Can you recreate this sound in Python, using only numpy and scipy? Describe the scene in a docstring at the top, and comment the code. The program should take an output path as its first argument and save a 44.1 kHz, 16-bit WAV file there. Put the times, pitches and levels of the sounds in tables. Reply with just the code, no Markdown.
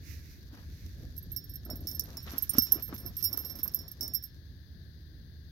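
"""Open desert, no walls: light wind rumbles on the microphone over a faint far drone and steady hiss.
After a soft swish, a dog a few metres away starts digging at 0.5 s: claws rake dry, gravelly soil,
paws thud on it, thrown grit scatters. From 1.1 s the metal tags on its harness knock, tick and ring.
The digging peaks near 2.6 s and stops by 4.3 s; wind, drone and hiss remain."""
import sys
import numpy as np
from scipy import signal
from scipy.fft import rfft, irfft
from scipy.io import wavfile
from scipy.ndimage import uniform_filter1d

SR = 44100
rng = np.random.default_rng(int(sys.argv[2]) if len(sys.argv) > 2 else 0)


def wav_out(sig):
    """Save sig, one row per channel (or a flat mono array), as 16-bit PCM at SR to the path in sys.argv[1]."""
    wavfile.write(sys.argv[1], SR, np.round(np.clip(np.atleast_2d(sig).T, -1, 1) * 32767).astype(np.int16))


N = 242991
TIME_S = np.arange(N) / SR
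FREQ_HZ = np.maximum(np.arange(N // 2 + 1) * SR / N, 1)

# wind strength: t/s, level/dB
WIND_LEVEL = [(0, -43.5), (.6, -46), (1.8, -43), (2.15, -47), (3.05, -44.5), (3.5, -48.5), (5.5, -48.5)]
# microphone hiss: f/Hz, left density/dB, right density/dB
HISS_SPECTRA = [(600, -110, -112), (1320, -109, -113), (1686, -88.5, -114), (2397, -113, -116),
                (3010, -107, -118), (3517, -96, -120), (4720, -93, -121), (5560, -107, -120),
                (6400, -105, -119), (7020, -127, -128), (9200, -127, -130), (10200, -112, -118),
                (14470, -110, -110)]
# soft swishes: t/s, half-width/s, level/dB
SWISHES = [(0.109, 0.07, -49.5), (.3, 0.11, -58), (.82, 0.2, -60.5)]
# stereo image of the digging spot: f/Hz, left re right/dB, coherence
DIG_STEREO = [(300, 1.5, 1), (702, -0.5, 0.59), (1400, 3, 0.35), (2392, -0.5, .45), (4050, 4.5, 0.12),
              (8000, -27, .3), (15180, -10.5, .05)]
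# claw strokes: t/s, length/s, level/dB, rasp centre f/Hz (lower when deeper)
STROKES = [(0.484, 0.18, -58, 1140), (0.929, 0.18, -68.5, 520), (1.645, 0.14, -56, 704),
           (1.771, 0.13, -65.5, 550), (1.856, 0.28, -63.5, 710), (2.044, 0.19, -57.5, 958),
           (2.25, 0.058, -47, 1400), (2.29, 0.13, -47.5, 1210), (2.515, 0.076, -45, 1170),
           (2.6, 0.14, -59.5, 1243), (2.71, .12, -49, 1024), (2.876, 0.099, -49.5, 1050),
           (2.958, .19, -58.5, 910), (3.199, 0.19, -62, 840), (3.287, 0.22, -58.5, 1060),
           (3.435, 0.21, -59, 865), (3.615, 0.13, -57.5, 1010), (3.715, 0.21, -63, 810),
           (3.935, 0.25, -61, 800)]
# rasp of one stroke: f/centre, level/dB
RASP_SHAPE = [(.4, -6.5), (.7, 4.5), (1.25, 4.5), (1.8, -0.5), (3.0, -3.5)]
# paw strikes: t/s, level/dB, f/Hz, relative crunch/dB
PAW_STRIKES = [(0.529, -42.5, 270, -22), (1.029, -49, 282, -29), (1.662, -42.5, 297, -13.5),
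               (1.696, -45, 610, -5), (1.709, -41, 607, -11), (1.732, -36, 244, -19),
               (2.336, -35.5, 252, -13), (2.552, -34, 254, -11), (2.582, -18.5, 233, -15),
               (2.758, -33.5, 304, -17), (2.892, -48, 433, -5), (2.926, -32.5, 272, -10),
               (3.053, -39.5, 298, -23), (3.343, -40.5, 264, -7), (3.375, -48, 399, 4.5),
               (3.592, -40.5, 273, -15.5), (3.658, -43, 256, -5.5), (4.025, -42.5, 207, -27),
               (4.103, -45, 236, -25)]
# packed-soil modes: f/strike pitch, level/dB, t60/s
SOIL_MODES = [(.65, -10.5, 0.033), (1.04, 7, 0.034), (1.9, -7.5, 0.0092)]
# digging effort, keeps loose grit running: t/s, level/dB
EFFORT = [(0, -11), (1.3, -5), (1.55, -11), (1.9, -1.5), (2.7, 6.5), (3.1, -4), (3.35, -0.5), (4.15, -7.5),
          (4.55, -23)]
# tag knocks: t/s, level/dB, base t60/s, strike point (0 rim, 1 centre)
KNOCKS = [(1.165, -40, 0.036, 0.33), (1.178, -30.5, 0.033, 0.2), (1.318, -38.5, 0.055, .2),
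          (1.363, -28, 0.054, 0.58), (1.495, -40, 0.065, 0.53), (1.556, -33.5, 0.022, 0.45),
          (1.701, -36, 0.072, .7), (1.756, -31, 0.056, 0.053), (1.871, -34, 0.054, .75),
          (1.887, -37, 0.088, 0.72), (1.913, -36, 0.03, 0.72), (1.948, -34.5, 0.052, 0.51),
          (1.9953, -24, 0.01, 0.84), (2.0045, -40, 0.03, .74), (2.17, -37, 0.026, 0.75),
          (2.2344, -43, 0.037, .2), (2.381, -21, 0.019, 0.35), (2.424, -19, .035, 0.065),
          (2.494, -22, 0.036, 0.99), (2.5346, -31.5, 0.037, 0.52), (2.5832, -9.5, 0.039, 0.47),
          (2.621, -21, 0.085, 0.42), (2.721, -11.5, 0.032, 0.28), (2.744, -31, 0.064, 0.49),
          (2.8237, -32.5, 0.11, 0.39), (2.9418, -36.5, 0.071, 0.33), (2.979, -41.5, 0.13, .85),
          (3.061, -31.5, 0.076, 0.47), (3.1674, -28.5, 0.11, 0.37), (3.2259, -23, 0.034, .45),
          (3.2405, -22, 0.12, 0.89), (3.2484, -16.5, 0.079, 0.46), (3.3288, -24.5, 0.046, 0.53),
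          (3.374, -20, 0.011, .22), (3.388, -28, 0.095, 0.45), (3.4475, -31.5, 0.11, 0.57),
          (3.4972, -35.5, 0.074, 0.52), (3.5537, -34.5, 0.085, 0.47), (3.588, -41.5, 0.043, 0.67),
          (3.6315, -26.5, 0.058, 0.33), (3.6775, -26.5, .014, 0.35), (3.7458, -9, 0.012, 0),
          (3.757, -30, 0.054, .45), (3.789, -39.5, 0.057, .72), (3.88, -36, 0.035, 0.43),
          (3.9157, -33, 0.015, 0.35), (4.0089, -30.5, .05, .75), (4.029, -30, 0.064, .7),
          (4.079, -28, 0.0088, 0.37), (4.136, -28.5, 0.042, 0.42), (4.146, -27, 0.058, 0.61),
          (4.2374, -31, 0.064, 0.47)]
# tag modes: f/Hz
TAG_HZ = [3822, 5397, 5407, 5802, 9060, 12130, 12375, 12460, 12760, 13136, 13571, 15588]
# per tag mode: level in group/dB, t60/base t60, extra t60/s, left re right/dB
TAG_MODES = [(-28.5, 1.5, 0.034, -7.5), (-6.5, 1.5, 0.044, -10), (-2.5, 2.0, 0.082, -10),
             (-19, 1.0, 0, -13), (-3, 1.0, 0.017, -15), (-17, .6, 0.02, -22.5), (-7.5, 1.2, 0.00016, -31),
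             (-6.5, 1.0, 0, -11.5), (-1, 1.05, 0.0089, -32.5), (-20.5, 1.2, 0.06, -16.5),
             (-27, 1.0, 0.02, -26), (-3.5, 1.0, 0.032, -5.5)]
# per tag mode: group (0 low, 1 middle, 2 main, 3 top)
TAG_GROUP = [0, 0, 0, 0, 1, 2, 2, 2, 2, 2, 2, 3]
# tag excitation re main modes: strike point, low/dB, middle/dB, top/dB, tick/dB
STRIKE_RESPONSE = [(0, -59, -45.5, -25, -39), (.25, -28.5, -26.5, -13.5, -19.5), (.5, -11, -21, -21, -18.5),
                   (.75, 0.5, -11, -8.5, -5.5), (1, -22, 4.5, -18, -19)]
# source spectra: f/Hz, relative density/dB
WIND_SPECTRUM = [(20, -18), (35, -13), (55, 2), (90, 0.5), (130, -7.5), (200, -15), (300, -18),
                 (450, -29.5), (650, -36.5), (1000, -55), (2000, -83.5)]
SWISH_SPECTRUM = [(1300, -8), (2000, 5), (2600, 1.5), (3300, -9), (4600, 0.5), (6000, 4), (8300, -13),
                  (10500, -7.5), (13500, 1.5), (15800, -7)]
CLOD_SPECTRUM = [(110, -13.5), (200, 0), (330, -3.5), (450, -9.5), (700, -10.5), (1100, -62)]
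CRUNCH_SPECTRUM = [(400, -6.5), (700, -4), (1300, 6), (1800, -1), (2600, -18.5), (4000, -9)]
GRIT_SPECTRUM = [(1100, -3), (2200, -0.5), (3200, -2.5), (4400, 2), (5800, 10.5), (7200, -1.5), (8400, -8),
                 (10500, 0.5), (13500, 12.5), (16000, -15)]
TICK_SPECTRUM = [(2500, -15), (4000, -9), (5500, 22.5), (7000, 4.5), (8300, 2.5), (10500, 10.5),
                 (12500, 18), (16000, -20.5)]

TYPICAL_RASP_HZ = 1006


def from_db(db):
    return 10 ** (np.asarray(db) / 20)


def unit_rms(x):
    return x / np.sqrt(np.mean(x ** 2) + 1e-20)


def over_time(rows):
    return np.interp(TIME_S, *np.transpose(rows))


def over_freq(rows):
    hz, *columns = np.transpose(rows)
    return [np.interp(np.log(FREQ_HZ), np.log(hz), column) for column in columns]


def band_gains(spectrum):
    """Unit-power filter, steep beyond the table's ends."""
    octaves_below = np.maximum(np.log2(spectrum[0][0] / FREQ_HZ), 0)
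    octaves_above = np.maximum(np.log2(FREQ_HZ / spectrum[-1][0]), 0)
    return unit_rms(from_db(over_freq(spectrum)[0] - 31.6 * (octaves_below + octaves_above)))


def drift(rate_hz):
    """Smooth random curve, rms 1."""
    knots = signal.resample_poly(rng.standard_normal(int(N / SR * rate_hz) + 4), 4, 1)
    return unit_rms(np.interp(TIME_S * rate_hz * 4, np.arange(len(knots)), knots))


def grains(per_s, spread_db):
    """Two independent trains of tiny collisions, mostly weak; rms 1."""
    trains = np.zeros(2 * N)
    place, size, sign = rng.random((int(2 * per_s * N / SR), 3)).T
    size_db = spread_db * np.minimum(-np.log(1 - size), 4)
    trains[(place * 2 * N).astype(int)] = from_db(size_db) * np.sign(sign - .5)
    return unit_rms(trains.reshape(2, N))


def bursts(times_s, levels_db, t60_s, weights=1):
    """Envelope that jumps at each time, then decays."""
    kicks = np.zeros(N)
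    kicks[(times_s * SR).astype(int)] = from_db(levels_db) * weights
    return signal.lfilter([1], [1, -from_db(-60 / (t60_s * SR))], kicks + 1e-18)


def at_dig(pair, spectrum=None):
    """Two independent signals to stereo, optionally filtered: bass centred, treble right."""
    spectra = rfft(pair) * (1 if spectrum is None else band_gains(spectrum))
    left_db, coherence = over_freq(DIG_STEREO)
    mid, side = spectra * np.sqrt([(1 + coherence) / 2, (1 - coherence) / 2])
    return irfft(np.array([(mid + side) * from_db(left_db), mid - side]), N)


def wind(gain_db, lumps_db, side_db, eddy_hz):
    """Lumpy rumble on the microphone; only the slowest eddies differ much between sides."""
    width = from_db(side_db) + (eddy_hz / (FREQ_HZ + eddy_hz)) ** 2
    spectra = rfft(rng.standard_normal((2, N))) * band_gains(WIND_SPECTRUM)
    mid, side = irfft(spectra * [np.ones_like(width), width], N)
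    level_db = over_time(WIND_LEVEL) + gain_db + lumps_db * drift(14)
    return np.array([mid + side, mid - side]) * from_db(level_db)


def drone(hz, level_db, waver_hz, waver_db, octave_db):
    """Far wavering hum, like an engine heard through moving air."""
    phase = 2 * np.pi * np.cumsum(hz + waver_hz * drift(9)) / SR
    tone = np.sin(phase) + from_db(octave_db) * np.sin(2 * phase)
    return from_db(level_db + waver_db * drift(6)) * tone


def hiss(gain_db):
    """Each microphone's own noise, stronger on the left."""
    density = from_db(np.array(over_freq(HISS_SPECTRA)) + gain_db)
    return irfft(rfft(rng.standard_normal((2, N))) * density, N) * np.sqrt(SR / 2)


def swishes(left_db):
    """Short airy swells, off to the right."""
    swell = sum(from_db(db) * np.exp(-((TIME_S - at_s) / half_s) ** 2) for at_s, half_s, db in SWISHES)
    return at_dig(rng.standard_normal((2, N)) * swell, SWISH_SPECTRUM) * from_db([[left_db], [0]])


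def strokes():
    """Per claw stroke: sample span, half-sine swell, rasp centre."""
    for start_s, length_s, db, hz in STROKES:
        first, size = int(start_s * SR), int(length_s * SR)
        yield slice(first, first + size), from_db(db) * np.sin(np.pi * np.arange(size) / size), hz


def raking(rasp_db, catch_db, clod_db_per_octave):
    """Claws catch and slip: dry rasp over dull clods; deeper strokes break more clods."""
    catch = from_db(catch_db * drift(80))
    crumbs = grains(per_s=2400, spread_db=3.6) * catch
    clod_level, rasp = np.zeros(N), np.zeros((2, N))
    ratios, shape_db = np.transpose(RASP_SHAPE)
    for span, swell, hz in strokes():
        clod_level[span] += from_db(-clod_db_per_octave * np.log2(hz / TYPICAL_RASP_HZ)) * swell
        bins_hz = np.maximum(np.fft.rfftfreq(len(swell), 1 / SR), 1)
        band_db = np.interp(np.log(bins_hz / hz), np.log(ratios), shape_db, left=-30, right=-60)
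        scrape = irfft(rfft(crumbs[:, span]) * unit_rms(from_db(band_db)), len(swell))
        rasp[:, span] += from_db(rasp_db) * swell * scrape
    clods = grains(per_s=1500, spread_db=3.1) * clod_level * catch
    return at_dig(clods, CLOD_SPECTRUM) + at_dig(rasp)


def paws(thud_db, crunch_db, crunch_t60_s):
    """Paws thump packed soil and crush its crust."""
    times_s, levels_db, pitches_hz, crust_db = np.transpose(PAW_STRIKES)
    thuds, t = np.zeros(N), TIME_S[:SR // 8]
    attack = 1 - np.exp(-t / 0.0015)
    for at_s, db, hz in zip(times_s, levels_db, pitches_hz):
        thud = sum(from_db(mode_db - 60 * t / t60_s) * np.sin(2 * np.pi * hz * ratio * t)
                   for ratio, mode_db, t60_s in SOIL_MODES)
        first = int(at_s * SR)
        thuds[first:first + len(t)] += from_db(db + thud_db) * thud * attack
    crush = bursts(times_s, levels_db + crust_db + crunch_db, crunch_t60_s)
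    return thuds + at_dig(grains(per_s=3294, spread_db=2.9) * crush, CRUNCH_SPECTRUM)


def grit(throw_db, throw_db_per_octave, settle_t60_s, trickle_db, clump_db):
    """Sand and small stones fall in clumps over a trickle; deeper strokes throw less."""
    thrown = np.zeros(N)
    for span, swell, hz in strokes():
        thrown[span] += from_db(throw_db + throw_db_per_octave * np.log2(hz / TYPICAL_RASP_HZ)) * swell
    pole = from_db(-60 / (settle_t60_s * SR))
    falling = signal.lfilter([1 - pole], [1, -pole], thrown + 1e-18)
    flow = np.hypot(falling, from_db(trickle_db + over_time(EFFORT)))
    stones = grains(per_s=150, spread_db=3.6)
    sand = grains(per_s=12000, spread_db=1.7)
    return at_dig((sand + stones) * flow * from_db(clump_db * drift(40)), GRIT_SPECTRUM)


def strike_db(point):
    """Low, middle, main, top and tick levels for a strike point on a tag."""
    points, *columns = np.transpose(STRIKE_RESPONSE)
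    low, middle, top, tick = (np.interp(point, points, column) for column in columns)
    return np.array([low, middle, np.zeros_like(low), top, tick])


def tag_ring(t60_s, group_db, free_s, vary_db=4, bend_cycles=1.5, buzz_cycles=0.68):
    """One ring: holds, sinks faster as the tags settle together, is choked after free_s."""
    mode_db, t60_ratio, extra_s, left_db = np.transpose(TAG_MODES)
    t = TIME_S[:int(min(free_s + .012, .3) * SR)]
    emphasis, bend = rng.standard_normal((2, len(TAG_HZ), 1))
    upper = (np.array(TAG_GROUP) >= 2)[:, None]   # main and top modes vary per knock
    start_db = (group_db[TAG_GROUP] + mode_db)[:, None] + vary_db * emphasis * upper
    life_s = (t60_s * t60_ratio + extra_s)[:, None]
    fade = from_db(start_db - 60 * (t / life_s) ** 1.4)
    # tags pressed harder ring shorter, bend and buzz more
    walks = np.cumsum(rng.standard_normal((len(TAG_HZ), 320)), axis=1)   # 1 ms steps
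    wander = np.array([np.interp(t, np.arange(320) / 1000, walk) for walk in walks])
    offset_cycles = bend_cycles * bend * t / life_s + buzz_cycles * wander / np.sqrt(1000 * life_s)
    cycles = np.array(TAG_HZ)[:, None] * (t + rng.uniform(0, 0.0088)) + upper * offset_cycles
    modes = fade * np.sin(2 * np.pi * cycles)
    attack = 1 - np.exp(-t / 0.00042)
    choke = np.exp(-np.maximum(t - free_s, 0) / 0.0026)
    return np.array([from_db(left_db) @ modes, modes.sum(axis=0)]) * attack * choke


def tag_jingle(gain_db, faint_db, faint_t60_s, faint_count, faint_span_s):
    """Tags knock together, each knock choking the last; faint random touches fall between."""
    gaps_s = np.diff([row[0] for row in KNOCKS] + [N / SR])
    touches = [(*row, gap_s) for row, gap_s in zip(KNOCKS, gaps_s)]
    start_s, end_s = faint_span_s
    slot_s = (end_s - start_s) / faint_count
    for slot, (jitter, point) in enumerate(rng.random((faint_count, 2))):
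        touches.append((start_s + (slot + jitter) * slot_s, faint_db, faint_t60_s, point / 2, .04))
    jingle = np.zeros((2, N))
    for at_s, db, t60_s, point, free_s in touches:
        ring = tag_ring(t60_s, db + strike_db(point)[:-1], free_s)
        first = int(at_s * SR)
        jingle[:, first:first + ring.shape[1]] += ring
    return from_db(gain_db) * jingle


def tag_ticks(graze_db, graze_lead_s, edge_db, rattle_db):
    """Tags graze, meet with a hard edge, then rattle in small rebounds."""
    times_s, db, ring_s, point = np.transpose(KNOCKS)
    clack_db = -1.5 * np.log2(ring_s / 0.0488)   # pressed tags ring less, clack more
    tick_db = db + strike_db(point)[-1] + clack_db
    lead_s = graze_lead_s * rng.uniform(0.404, 1, len(times_s))
    graze = bursts(times_s - lead_s, db + graze_db, t60_s=0.06)
    edge = bursts(times_s, tick_db + edge_db, t60_s=0.016)
    contact = grains(per_s=12000, spread_db=2.2) * uniform_filter1d(graze + edge, size=24)
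    rattle = grains(per_s=460, spread_db=2.81) * bursts(times_s, tick_db + rattle_db, t60_s=0.1)
    return at_dig(contact + rattle, TICK_SPECTRUM)


def tag_afterring(gain_db, t60_s, swell_s, waver_hz, flutter_db, left_db):
    """A free-swinging tag picks up each knock and sings on in its lowest strong mode."""
    times_s, db, ring_s, point = np.transpose(KNOCKS)
    drive = bursts(times_s, db + strike_db(point)[0] + gain_db, t60_s, ring_s / ring_s.mean())
    pole = np.exp(-1 / (swell_s * SR))
    swell = signal.lfilter([1 - pole], [1, -pole], drive)
    phase = 2 * np.pi * np.cumsum(np.mean(TAG_HZ[1:3]) + waver_hz * drift(20)) / SR
    return swell * np.sin(phase) * from_db(flutter_db * drift(14) + [[left_db], [0]])


def delay_right(pair, lag_s):
    """Travel time between the microphones."""
    return np.array([pair[0], np.interp(TIME_S - lag_s, TIME_S, pair[1])])


def scene():
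    """Harness and dirt over the open-air background."""
    tags = tag_jingle(gain_db=0.5, faint_db=-41.5, faint_t60_s=0.041, faint_count=26,
                      faint_span_s=(1.1, 4.25))
    tags += tag_ticks(graze_db=-29.5, graze_lead_s=0.017, edge_db=8, rattle_db=-5)
    tags += tag_afterring(gain_db=-11.5, t60_s=0.22, swell_s=.025, waver_hz=7.3, flutter_db=4,
                          left_db=-8.5)
    dirt = paws(thud_db=-0.5, crunch_db=1, crunch_t60_s=0.033)
    dirt += raking(rasp_db=-5.5, catch_db=2.5, clod_db_per_octave=11.5)
    dirt += grit(throw_db=-10, throw_db_per_octave=18.5, settle_t60_s=.08, trickle_db=-58.5,
                 clump_db=3.5)
    air = wind(gain_db=-1.5, lumps_db=1.18, side_db=-20, eddy_hz=55.4)
    air += drone(hz=76.5, level_db=-51.5, waver_hz=0.785, waver_db=2.2, octave_db=-9.5)
    return tags + delay_right(dirt + air, lag_s=0.00017) + hiss(gain_db=-1) + swishes(left_db=-10)


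def record(dry):
    """Steep low-pass at 16.2 kHz."""
    return signal.sosfilt(signal.ellip(10, .1, 80, 16200, fs=SR, output="sos"), dry)


dry = scene()
out = record(dry)
wav_out(out)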